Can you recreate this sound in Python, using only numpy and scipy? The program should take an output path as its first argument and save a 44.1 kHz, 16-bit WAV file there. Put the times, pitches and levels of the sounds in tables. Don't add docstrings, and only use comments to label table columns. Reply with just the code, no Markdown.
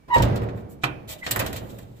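import sys
import numpy as np
from scipy import signal
from scipy.fft import rfft, irfft, next_fast_len
from scipy.io import wavfile

SR = 44100
rng = np.random.default_rng(int(sys.argv[2]) if len(sys.argv) > 2 else 0)


def persist_wave(psi):
    counts = np.round(np.clip(psi, -1, 1) * 32767).astype(np.int16)
    wavfile.write(sys.argv[1], SR, np.atleast_2d(counts).T)


N = 88200

# start in seconds, shudder, panel boom and thump levels in dB,
# treble tilt of the shudder in dB per octave above 150 Hz.
HOOD_BLOWS = [(0.077, -44, -55.5, -38, 2), (.155, -20.5, -27.5, -16, 0.5), (.192, -26, -26.5, -13.5, -.5),
              (.226, -27, -25, -12, 0.5), (.315, -34, -26.5, -23, -1.5), (.408, -34.5, -29, -51, -2.5),
              (0.835, -34.5, -46, -56, 0.5), (1.035, -55, -46, -58, -3), (1.089, -51, -52, -36, 1.5),
              (1.266, -39, -47, -54, 2), (1.305, -43, -35.5, -52, 4), (1.360, -32, -31.5, -38, 0.5),
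              (1.396, -36, -40, -47, 1), (1.535, -39, -40.5, -35, -1), (1.605, -42, -39.5, -40, 0),
              (1.715, -42, -44, -37, -2), (1.885, -48, -49, -52, -7)]
# frequency in Hz, level in dB, t60 in seconds.
HOOD_MODES = [(41.5, -12.5, 0.41), (74.6, -9.5, 0.48), (105.56, -0.5, 0.6), (116.9, 2, 0.75),
              (136.34, -6.5, 0.93), (191, -10, 0.91), (211.4, -12.5, 1.45), (283.2, -11, 1.03),
              (375.2, -12, 0.91), (399, -12.5, 0.95), (472.5, -12.5, 0.93), (518.5, -12.5, 0.4),
              (564, -11.5, 1.06)]
# frequency in Hz, relative dB per Hz.
SHUDDER_COLOUR = [(18, -45), (40, -14), (70, 0), (125, -2.5), (175, -8), (300, -8.5), (520, -11),
                  (800, -15), (1300, -20.5), (2500, -32), (5000, -42), (9000, -53), (16000, -52)]
# frequency in Hz, t60 in seconds.
SHUDDER_T60 = [(40, 0.97), (120, 1.75), (300, 1.21), (700, 1.17), (1500, 0.94), (4000, 0.88), (14000, 0.47)]
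# frequency in Hz, level in dB, t60 in seconds.
THUMP_MODES = [(47.7, -7.5, 0.14), (67.8, -4.5, 0.12), (195, -14, 0.085), (494, -13, 0.037)]
HOOD_RISE_S = 0.0091

# start in seconds, level in dB.
EDGE_KNOCKS = [(.160, -21.5), (1.366, -32.5), (1.398, -27)]
# frequency in Hz, level in dB, t60 in seconds.
EDGE_MODES = [(523, 0, 0.21), (592, -9.5, 0.21), (665, -4, 0.1), (834, -6, 0.2)]

# time in seconds, pitch in Hz, base level in dB.
SQUEAK_CURVE = [(.084, 1052, -59), (.099, 1010, -52), (.105, 962.5, -34.5), (.117, 981, -31.5),
                (.138, 966.5, -24), (.145, 963, -20.5), (.156, 946, -18.5), (.168, 923.6, -24),
                (.186, 926.7, -39.5), (.206, 949, -25), (.222, 920, -44)]
# time in seconds, pitch in Hz, base level in dB.
CHIRP_CURVE = [(1.212, 2015, -66), (1.229, 2020, -40), (1.238, 2020, -44.5), (1.256, 2030, -45)]
# level in dB, from the fundamental up.
SQUEAK_PARTIALS_DB = [7, -3, -13, -21, -33]
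# frequency in Hz, relative dB per Hz.
FRICTION_COLOUR = [(200, -34), (600, -18), (800, 2), (1100, 6), (1450, -6), (1850, -16), (2300, -13),
                   (2900, -5), (3400, -22), (3800, -23), (5000, -17), (14000, -30)]
FRICTION_DB = -19
PITCH_JITTER, LEVEL_FLUTTER = 0.014, 0.22
BRIGHTENING = 0.22
PHASE_SWAY, PHASE_BLUR = 0.22, 0.102
SQUEAK_LEAD = 0.667
BITE_AT_S, BITE_S, BITE_DB = 0.1438, 0.0045, 3.5

# start in seconds, level of its ring in dB.
CLUNK = (.8345, -25)
# frequency in Hz, level in dB, t60 in seconds.
CATCH_MODES = [(133.6, -3.5, 0.56), (306, -7.5, 0.48), (377.5, -10, 0.42), (704, -2.5, 0.21),
               (796, -5.5, 0.25), (1095, -5.5, 0.19), (1253, 1, 0.13), (1326, -5, 0.15), (1394, -11, 0.21),
               (1830, -10, 0.11), (1942, -2, 0.14), (2000, -8.5, 0.16), (2404, -15, 0.12), (3000, -10, .14)]
# frequency in Hz, relative dB per Hz.
CRACK_COLOUR = [(60, 1), (300, -5.5), (800, -4.5), (1300, 5), (2000, -3.5), (3000, -6), (5500, -14.5),
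                (8000, -16), (9800, -26.5), (13500, -20), (16000, -40)]
CRACK_DB, CRACK_T60_S = -16, 0.073
CATCH_LAG_S = 0.00018

# start in seconds, level in dB.
SPRING_SNAPS = [(.222, -21), (0.2513, -29), (0.282, -40), (.358, -28), (.376, -35), (1.306, -21),
                (1.314, -13)]
# frequency in Hz, relative dB per Hz.
SPRING_COLOUR = [(500, -17), (3000, -5.5), (8000, -5), (9500, -8), (14000, 0)]
SPRING_T60_S = 0.014

# start in seconds, clank, ring and tick levels in dB.
CLICKS = [(0.142, -34, -36, -37.5), (0.162, -26, -54, -50), (0.181, -33, -34.5, -57),
          (0.221, -30, -26, -28), (0.359, -38, -38.5, -39.5), (0.4169, -38, -52.5, -52),
          (0.432, -35, -63.5, -48), (0.486, -36.5, -51, -79), (0.574, -44, -63, -62),
          (1.228, -35, -67, -70), (1.2633, -23.5, -27, -39), (1.3091, -30, -24.5, -13.5),
          (1.3591, -20.5, -41, -23.5), (1.3915, -24, -29, -18), (1.399, -21.5, -31.5, -32),
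          (1.412, -24, -37, -49), (1.4617, -30.5, -32.5, -28), (1.527, -34, -37, -32.5),
          (1.5617, -36.5, -37.5, -30.5), (1.7843, -42, -50.5, -42)]
# frequency in Hz, relative dB per Hz.
CLANK_COLOUR = [(100, 6), (350, -0.5), (700, 2), (1000, 0), (1350, 3), (2000, -1), (3000, -12.5),
                (6000, -32), (16000, -60)]
# frequency in Hz, relative dB per Hz.
RING_COLOUR = [(300, -32), (1800, -2.5), (3100, 1.5), (4500, 0.5), (5800, -4.5), (7600, -2.5),
               (9000, -14.5), (16000, -27)]
# frequency in Hz, relative dB per Hz.
TICK_COLOUR = [(1000, -31), (6000, -9.5), (7800, -0.5), (9600, -15.5), (10800, -3), (12200, -5.5),
               (14000, 1), (15200, -5), (16000, -22.5)]
# frequency in Hz, dB against the ring level, t60 in seconds.
LEVER_MODES = [(1268, -16, .2), (1852, -14, 0.13), (2853, -13, 0.14), (3355, -16.5, 0.085),
               (6770, -19, 0.147), (7600, -12.5, 0.11)]
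CLANK_T60_S, RING_T60_S, TICK_T60_S = 0.076, 0.069, 0.046
CONTACT_RISE_S, CHATTER = 0.0024, 0.48
SNAP_GAIN, SNAP_S = 0.45, 0.0023

# start in seconds, length in seconds, rasp and hiss levels in dB.
SCRAPES = [(0.127, 0.07, -39, -50), (0.539, 0.084, -70, -66.5), (0.684, 0.058, -72, -55),
           (0.813, 0.044, -45.5, -65), (1.074, 0.068, -39, -40), (1.169, 0.043, -54, -57),
           (1.225, 0.08, -46, -53.5), (1.315, 0.2, -50, -56), (1.532, 0.063, -43, -51),
           (1.593, 0.25, -63.5, -62), (1.683, 0.035, -51, -50), (1.788, 0.058, -63.5, -79),
           (1.83, 0.13, -70, -74), (1.946, 0.091, -64, -64.5)]
# frequency in Hz, relative dB per Hz.
RASP_COLOUR = [(150, -33), (550, 6.5), (1000, -2), (1700, -4.5), (3500, 1.5), (5500, -5), (7500, 0.5),
               (9500, -13), (16000, -42)]
SCRAPE_RISE_S, SCRAPE_FALL_S, SCRAPE_GRIT = 0.024, 0.013, 0.26

# frequency in Hz, relative strength in dB.
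BRACKET_COLOUR = [(200, -32), (600, -2.5), (1500, -1), (4000, 2.5), (8000, -3), (16000, -1.5)]
BRACKET_DB, BRACKET_T60_S = -1, 0.066

# frequency in Hz, t60 in seconds.
YARD_T60 = [(100, 2.1), (1000, 0.1564), (2500, 0.4251), (5000, 0.0249), (9000, 0.2), (15000, 1.7)]
# frequency in Hz, relative strength in dB.
YARD_COLOUR = [(100, -10.5), (1000, 0), (2500, -11), (5000, -3.5), (9000, -18), (15000, -32)]
YARD_DB, YARD_RISE_S = -12, 0.028
SQUEAK_SEND_DB = -5.5

# frequency in Hz, relative dB per Hz.
AIR_COLOUR = [(18, -40), (40, -0.5), (130, 0), (400, -11.5), (1000, -18.5), (2000, -24), (4000, -32),
              (9000, -38), (15000, -40)]
# time in seconds, dB against the whine level.
WHINE_FADE = [(0, -3), (.63, -1.5), (.8, -9), (1.04, 1), (1.3, -20)]
AIR_DB, WHINE_HZ, WHINE_DB = -55.5, 2290, -69

# frequency in Hz, likeness from 0 to 1.
LIKENESS = [(60, 0.68), (140, 0.98), (280, 0.19), (600, 0.37), (1100, 0.5), (2500, 0.066)]
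# frequency in Hz, left minus right in dB.
BALANCE_DB = [(50, -3.5), (130, 0), (280, -2), (600, -6.5), (1100, -1.5), (2200, -3), (4500, 1),
              (14000, -2.5)]
# frequency in Hz, lag in seconds.
PORT_LAG_S = [(120, -0.00027), (350, 0.00045)]
TOP_HZ = 15600


def amp(db):
    return 10 ** (np.asarray(db) / 20)


def unit(x):
    return x / np.sqrt(np.mean(x ** 2) + 1e-20)


def read(points, hz):
    f, value = np.transpose(points)
    return np.interp(np.log(hz + 1), np.log(f + 1), value)


def clock(size):
    return np.arange(size) / SR


def rise(t, rise_s):
    return np.minimum(t / rise_s, 1)


def decay(t, t60):
    return np.exp(-np.log(1000) * t / t60)


def add(mix, s, sound):
    part = mix[:, max(round(s * SR), 0):][:, :sound.shape[-1]]
    part += sound[..., :part.shape[1]]


def waver(rate_hz, size):
    hz = np.fft.rfftfreq(size, 1 / SR)
    smooth = rfft(rng.standard_normal(size)) / (1 + (hz / rate_hz) ** 4)
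    return unit(irfft(smooth, size))


def noise(spectrum, size, tilt_db=0, grit=0):
    hz = np.fft.rfftfreq(size, 1 / SR)
    clumps = np.exp(grit * waver(680, size))
    left, other = rfft(rng.standard_normal((2, size)) * clumps)
    same = np.clip(read(LIKENESS, hz), 0, 1)
    right = same * left + np.sqrt(1 - same ** 2) * other
    tilt = amp(tilt_db * np.log2(np.maximum(hz / 150, 1)))
    colour = unit(amp(read(spectrum, hz))) * tilt
    return irfft(np.array([left, right]) * colour, size) / irfft(left, size).std()


def dying(x, t60s):
    hz, t, bands = signal.stft(x, SR, nperseg=256)
    fall = amp(-60 * t / read(t60s, hz)[:, None])
    return signal.istft(bands * fall, SR, nperseg=256)[1][:, :x.shape[1]]


def modes(table, size):
    t = clock(size)
    ring = np.zeros(size)
    for k, (hz, db, t60) in enumerate(table):
        ring += (-1) ** k * amp(db) * decay(t, t60) * np.sin(2 * np.pi * hz * t)
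    return ring


def burst(spectrum, t60):
    t = clock(8192)
    snap = 1 + SNAP_GAIN * np.exp(-t / SNAP_S)
    shape = rise(t, CONTACT_RISE_S) * snap * decay(t, t60)
    return noise(spectrum, size=len(t), grit=CHATTER) * shape


def hood():
    out, t = np.zeros((2, N)), clock(65536)
    boom = modes(HOOD_MODES, size=len(t))
    thump = modes(THUMP_MODES, size=len(t))
    for s, shudder_db, boom_db, thump_db, tilt_db in HOOD_BLOWS:
        shudder = dying(noise(SHUDDER_COLOUR, size=len(t), tilt_db=tilt_db), SHUDDER_T60)
        blow = amp(shudder_db) * shudder + amp(boom_db) * boom + amp(thump_db) * thump
        add(out, s, rise(t, HOOD_RISE_S) * blow)
    return out


def knocks():
    out = np.zeros((2, N))
    clang = rise(clock(SR), CONTACT_RISE_S) * modes(EDGE_MODES, size=SR)
    for s, db in EDGE_KNOCKS:
        add(out, s, amp(db) * clang)
    return out


def squeak(curve, partials_db):
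    s, hz, db = np.transpose(curve)
    t = s[0] + clock(8192)
    size = len(t)

    def both(rate_hz):
        return np.array([waver(rate_hz, size), waver(rate_hz, size)])

    pitch = np.interp(t, s, hz) * (1 + PITCH_JITTER * waver(134, size))
    turns = np.cumsum(pitch) / SR + np.array([[SQUEAK_LEAD], [0]])
    bite_db = BITE_DB * np.exp(-((t - BITE_AT_S) / BITE_S) ** 2)
    level_db = np.interp(t, s, db, right=-120)
    tone = np.zeros((2, size))
    for k, part_db in enumerate(partials_db):
        bright_db = BRIGHTENING * k * (level_db - db.max())
        even_db = k % 2 * k * bite_db
        flutter = 1 + LEVEL_FLUTTER * both(rate_hz=180)
        unsteady = PHASE_SWAY * both(rate_hz=29.0) + PHASE_BLUR * k * both(rate_hz=140)
        wave = np.sin(2 * np.pi * (k + 1) * turns + unsteady)
        tone += amp(part_db + even_db + bright_db) * flutter * wave
    friction = amp(FRICTION_DB) * noise(FRICTION_COLOUR, size)
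    out = np.zeros((2, N))
    add(out, s[0], amp(level_db) * (np.sqrt(2) * tone + friction))
    return out


def catch():
    crack, ring = np.zeros((2, N)), np.zeros((2, N))
    s, db = CLUNK
    add(ring, s, amp(db) * rise(clock(SR), CONTACT_RISE_S) * modes(CATCH_MODES, size=SR))
    add(crack, s, amp(CRACK_DB) * burst(CRACK_COLOUR, CRACK_T60_S))
    late_right = np.roll(ring[1], round(CATCH_LAG_S * SR))
    return crack, np.array([ring[0], late_right])


def snaps():
    out = np.zeros((2, N))
    for s, db in SPRING_SNAPS:
        add(out, s, amp(db) * burst(SPRING_COLOUR, SPRING_T60_S))
    return out


def clicks():
    out, lever = np.zeros((2, N)), modes(LEVER_MODES, size=SR // 2)
    for s, clank_db, ring_db, tick_db in CLICKS:
        add(out, s, amp(clank_db) * burst(CLANK_COLOUR, CLANK_T60_S))
        add(out, s, amp(ring_db) * burst(RING_COLOUR, RING_T60_S))
        add(out, s, amp(tick_db) * burst(TICK_COLOUR, TICK_T60_S))
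        add(out, s, amp(ring_db) * lever)
    return out


def scrapes():
    out, t = np.zeros((2, N)), clock(16384)
    for s, length, rasp_db, hiss_db in SCRAPES:
        after = np.maximum(t - length + SCRAPE_FALL_S, 0)
        stroke = rise(t, SCRAPE_RISE_S) * np.exp(-after / SCRAPE_FALL_S)
        rasp = amp(rasp_db) * noise(RASP_COLOUR, size=len(t), grit=SCRAPE_GRIT)
        hiss = amp(hiss_db) * noise(TICK_COLOUR, size=len(t), grit=SCRAPE_GRIT)
        add(out, s, stroke * (rasp + hiss))
    return out


def bracket(x):
    t = clock(4096)
    ring = noise(BRACKET_COLOUR, size=len(t)) * decay(t, BRACKET_T60_S)
    rung = signal.oaconvolve(x, ring / np.linalg.norm(ring[0]), axes=1)[:, :N]
    return (x + amp(BRACKET_DB) * rung) / np.hypot(1, amp(BRACKET_DB))


def yard(x):
    tail = dying(noise(YARD_COLOUR, size=SR), YARD_T60) * rise(clock(SR), YARD_RISE_S)
    echo = signal.fftconvolve(x, tail / np.linalg.norm(tail[0]), axes=1)[:, :N]
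    return amp(YARD_DB) * echo


def background():
    turns = np.cumsum(WHINE_HZ * (1 + 0.0081 * waver(62, size=N))) / SR
    fade_db = np.interp(clock(N), *np.transpose(WHINE_FADE))
    whine = amp(WHINE_DB + fade_db) * np.sin(2 * np.pi * turns)
    return amp(AIR_DB) * noise(AIR_COLOUR, size=N) + whine


def scene():
    squeaks = squeak(SQUEAK_CURVE, SQUEAK_PARTIALS_DB)
    squeaks += squeak(CHIRP_CURVE, SQUEAK_PARTIALS_DB[:1])
    crack, ring = catch()
    metal = bracket(crack + clicks() + scrapes())
    echo = yard(metal + amp(SQUEAK_SEND_DB) * squeaks)
    return hood() + knocks() + squeaks + metal + ring + snaps() + echo + background()


def record(dry):
    size = next_fast_len(N + 4096, True)
    hz = np.fft.rfftfreq(size, 1 / SR)
    half_db = read(BALANCE_DB, hz) / 2
    lag = np.exp(-2j * np.pi * hz * read(PORT_LAG_S, hz))
    ports = np.array([amp(half_db) * lag, amp(-half_db)])
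    heard = irfft(rfft(dry, size) * ports, size)[:, :N]
    lowpass = signal.firwin(255, TOP_HZ, window=("kaiser", 9), fs=SR)
    return signal.oaconvolve(heard, lowpass[None], "same")


dry = scene()
out = record(dry)
persist_wave(out)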